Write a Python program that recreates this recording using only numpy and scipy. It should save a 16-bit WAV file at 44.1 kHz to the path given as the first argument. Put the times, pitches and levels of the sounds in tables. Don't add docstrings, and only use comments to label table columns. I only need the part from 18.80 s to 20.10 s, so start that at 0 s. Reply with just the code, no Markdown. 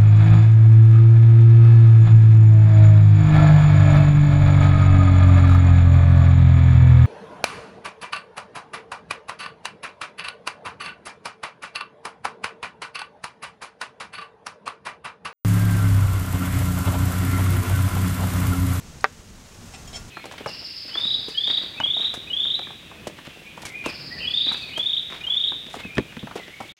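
import sys
import numpy as np
from scipy import signal
from scipy.fft import rfft, irfft, next_fast_len
from scipy.io import wavfile
from scipy.ndimage import map_coordinates

SR = 44100
rng = np.random.default_rng(int(sys.argv[2]) if len(sys.argv) > 2 else 0)


def nominal_scale(level):
    x = np.asarray(level, float) / 20
    return 10 ** x


def master_out(mix):
    frames = np.transpose(np.atleast_2d(mix))
    ceiling = np.clip(frames, -1, 1)
    pcm = np.round(ceiling * 32767).astype(np.int16)
    wavfile.write(sys.argv[1], SR, pcm)


N = 57330
CLOCK_S = np.arange(N) / SR

# f/Hz, density/dB
HISS_SPECTRUM = [(300, -19), (400, -1.5), (850, -3), (2200, -7.5), (4500, -9.5), (6500, -6), (10000, -16.5),
                 (15750, -26.5)]
# f/Hz, density/dB
RUMBLE_SPECTRUM = [(12, -18), (20, 2), (75, -2), (97, -3), (123, -4), (229, -6.5), (265, -10.5),
                   (500, -20.5), (650, -53), (1100, -120)]
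HISS_DB, RUMBLE_DB = -49, -45.5

# t/s, level/dB, f/Hz
SPICE_TICKS = [
    (0.207, -32, 5020),
    (.2110, -33, 7900),
    (.748, -43, 4540),
]
TICK_T60_S = 0.012
JAR_S, JAR_DB = .24253, 5.5
PUSH_HZ, PUSH_MID_S, SWELL_S, FADE_S = 1380, .0009, .00027, .00037
GROUND_DELAY_S, GROUND_DB = .0056, -14
# delay/s, level/dB, signed gain/1
PUSH_RETURNS = [
    (.00062, -23.5, -0.17),
    (.0014, -25.5, -0.94),
    (.0030, -22, -1.3),
    (.0070, -19, -1.2),
    (.0081, -23, -1.1),
    (.0112, -23, -1.2),
    (.0139, -22, -1.2),
]
# f/Hz, level/dB, t60/s
LOG_MODES = [(435, -6, .08), (588, -7, .08), (778, -2, .055), (940, -10, .05), (1182, -3, .047),
             (1335, -8, .055), (1545, -4, .045), (1895, -8, .042), (2057, -8, .036), (2400, -10, .03),
             (2620, -12, .05), (3757, -12, .03), (4980, -20, .012)]
LOG_DB, LOG_RISE_S = -17, .0012
# f/Hz, density/dB
SCATTER_SPECTRUM = [(330, -40), (400, -17), (800, -5.5), (1500, 2), (2500, -7), (3100, -11.5),
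                    (4200, -13.5), (7000, -35)]
SCATTER_DB, SCATTER_T60_S = -22.5, 0.059
FAR_DB, FAR_T60_S = -38.5, 0.22

# f/Hz, level/dB, t60/s
GRIP = [(770, 0, 0.15), (1387, -10.5, 0.24), (2470, -5, .08), (2656, 1, .085), (5500, 1, .06),
        (5400, -11, 0.093), (7250, -5, .06), (7540, -8, 0.076), (8290, -4, 0.077), (1980, -7, .08),
        (3230, -9, 0.088)]
# f/Hz, level/dB, t60/s
ARM = [(726, -7, 0.1), (2223, -7.5, .1), (3231, 1.5, 0.11), (7020, -8, 0.092), (3900, -19, .04)]
# f/Hz, level/dB, t60/s
TIP = [(2750, -2.5, 0.043), (6910, 7.5, 0.061), (8420, -5, 0.043), (9250, -5.5, 0.062), (11400, -16, .05),
       (13500, -12, .05)]
# f/Hz, level/dB, t60/s
HINGE = [(5380, 3, 0.12), (5330, -4, 0.054), (5540, -4, 0.047), (7158, -7, 0.14), (7800, -6, 0.071)]
# f/Hz, level/dB, t60/s
SPRING = [(5220, -1, 0.13), (651, 1.5, 0.047), (3960, -1, 0.056)]
# f/Hz, level/dB, t60/s
PAN = [(1140, -11.5, 0.33), (1407, -11, 0.39), (2024, -13.5, 0.34), (2676, -7.5, 0.17), (4447, -2.5, 0.11),
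       (6170, -1.5, 0.13), (5750, -5, 0.11), (8270, -13, 0.083)]
# part modes, then list of t/s, level/dB
CONTACTS = [
    (GRIP, [(.937, -43), (.948, -47.5), (.956, -47.5)]),
    (ARM, [(1.075, -45), (1.144, -36), (1.158, -39), (1.164, -48)]),
    (TIP, [(1.074, -46), (1.148, -51), (1.165, -48.5)]),
    (HINGE, [(.947, -57), (1.078, -48), (1.138, -40.5), (1.157, -38), (1.169, -49)]),
    (SPRING, [(.947, -50), (1.124, -56), (1.130, -42), (1.168, -45)]),
    (PAN, [(.955, -60), (.996, -54), (1.145, -47.5), (1.163, -39.5), (1.172, -53.5)]),
]
TAP_SPREAD_DB, TAP_RISE_S = 2, 0.0011
# start/s, length/s, level/dB
RUBS = [
    (0.9358, 0.035, -46),
    (1.073, 0.01, -60),
    (1.128, 0.021, -45),
    (1.150, 0.037, -43.5),
]
# f/Hz, density/dB
GRIT_SPECTRUM = [(400, -6), (800, -1), (1500, -2), (3000, 3.5), (5500, -3), (8000, -3), (12000, -32)]
GRIT_WOBBLE_DB = 3

WHINE_HZ, WHINE_DB = 15735, -83
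DUCK_DB, DUCK_S, RECOVER_DB_PER_S = -3.5, 0.0033, 6
CLIP_LEVEL, CLIP_KNEE = 1.0, 16


def unit(x):
    return x / np.sqrt(np.mean(x ** 2) + 1e-20)


def along(points, hz):
    f, v = np.transpose(points)
    return np.interp(np.log(hz + 1), np.log(f + 1), v, left=-60, right=-60)


def noise(spectrum, size):
    m = next_fast_len(size + 8192)
    gain = nominal_scale(along(spectrum, np.fft.rfftfreq(m, 1 / SR)))
    shaped = irfft(rfft(rng.standard_normal(m)) * gain, m)
    return unit(shaped[:size])


def wobble(rate_hz):
    knots = rng.standard_normal(int(N * rate_hz / SR) + 4)
    return map_coordinates(knots, [np.arange(N) * rate_hz / SR])


def ring(modes, t, spread_db):
    hz, level_db, t60_s = np.transpose(modes)[..., None]
    strike_db = level_db + spread_db * rng.standard_normal(hz.shape)
    return np.sum(nominal_scale(strike_db - 60 * t / t60_s) * np.sin(2 * np.pi * hz * t), axis=0)


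def add(track, start_s, sound):
    part = track[round(start_s * SR):][:len(sound)]
    part += sound[:len(part)]


def night():
    hiss_db = HISS_DB + 0.75 * wobble(6.5) + 0.7 * wobble(89.54)
    rumble_db = RUMBLE_DB + 1.27 * wobble(8.67)
    return nominal_scale(hiss_db) * noise(HISS_SPECTRUM, N) + nominal_scale(rumble_db) * noise(RUMBLE_SPECTRUM, N)


def spice():
    out, t = np.zeros(N), np.arange(SR // 5) / SR
    rise = 1 - np.exp(-t / LOG_RISE_S)
    for start_s, db, hz in SPICE_TICKS:
        modes = [(hz, 0, TICK_T60_S), (1.09 * hz, -2, TICK_T60_S), (.83 * hz, -3, TICK_T60_S)]
        add(out, start_s, rise * nominal_scale(db) * ring(modes, t, 0))
    return out


def jar():
    out, t = np.zeros(N), np.arange(SR // 5) / SR
    u = t - PUSH_MID_S
    envelope = np.exp(-(u / np.where(u < 0, SWELL_S, FADE_S)) ** 2)
    push = envelope * np.sin(2 * np.pi * PUSH_HZ * u)
    direct_and_ground = [(0, 0, 1), (GROUND_DELAY_S, GROUND_DB, -1)]
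    for delay_s, db, sign in direct_and_ground + PUSH_RETURNS:
        add(out, JAR_S + delay_s, sign * nominal_scale(JAR_DB + db) * push)

    rise = 1 - np.exp(-t / LOG_RISE_S)
    add(out, JAR_S + PUSH_MID_S, rise * nominal_scale(LOG_DB) * ring(LOG_MODES, t, 0))
    fade = nominal_scale(SCATTER_DB - 60 * t / SCATTER_T60_S) + nominal_scale(FAR_DB - 60 * t / FAR_T60_S)
    add(out, JAR_S + PUSH_MID_S, rise * fade * noise(SCATTER_SPECTRUM, len(t)))
    return out


def rubs():
    slide = np.zeros(N)
    for start_s, length_s, db in RUBS:
        knots_s = [start_s, start_s + 0.0027, start_s + 0.57 * length_s, start_s + length_s]
        slide += nominal_scale(db) * np.interp(CLOCK_S, knots_s, [0.038, 1, .8, 0.0042])
    return slide * unit(nominal_scale(GRIT_WOBBLE_DB * wobble(350)) * noise(GRIT_SPECTRUM, N))


def taps():
    out, t = np.zeros(N), np.arange(SR // 2) / SR
    rise = 1 - np.exp(-t / TAP_RISE_S)
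    for part, hits in CONTACTS:
        for start_s, db in hits:
            add(out, start_s, nominal_scale(db) * ring(part, t, TAP_SPREAD_DB) * rise)
    return out


def scene():
    return (night() + spice() + jar() + rubs() + taps())[None]


def low_pass(x):
    return signal.sosfilt(signal.butter(12, 16320, fs=SR, output="sos"), x)


def record(dry):
    after_s = np.clip(CLOCK_S - JAR_S - 2 * PUSH_MID_S, 0, None)
    gain_db = DUCK_DB * (1 - np.exp(-after_s / DUCK_S)) + RECOVER_DB_PER_S * after_s
    x = dry * nominal_scale(gain_db)
    x = x + nominal_scale(WHINE_DB) * np.sin(2 * np.pi * WHINE_HZ * CLOCK_S)
    x = x / (1 + np.abs(x / CLIP_LEVEL) ** CLIP_KNEE) ** (1 / CLIP_KNEE)
    return low_pass(x)


dry = scene()
out = record(dry)
master_out(out)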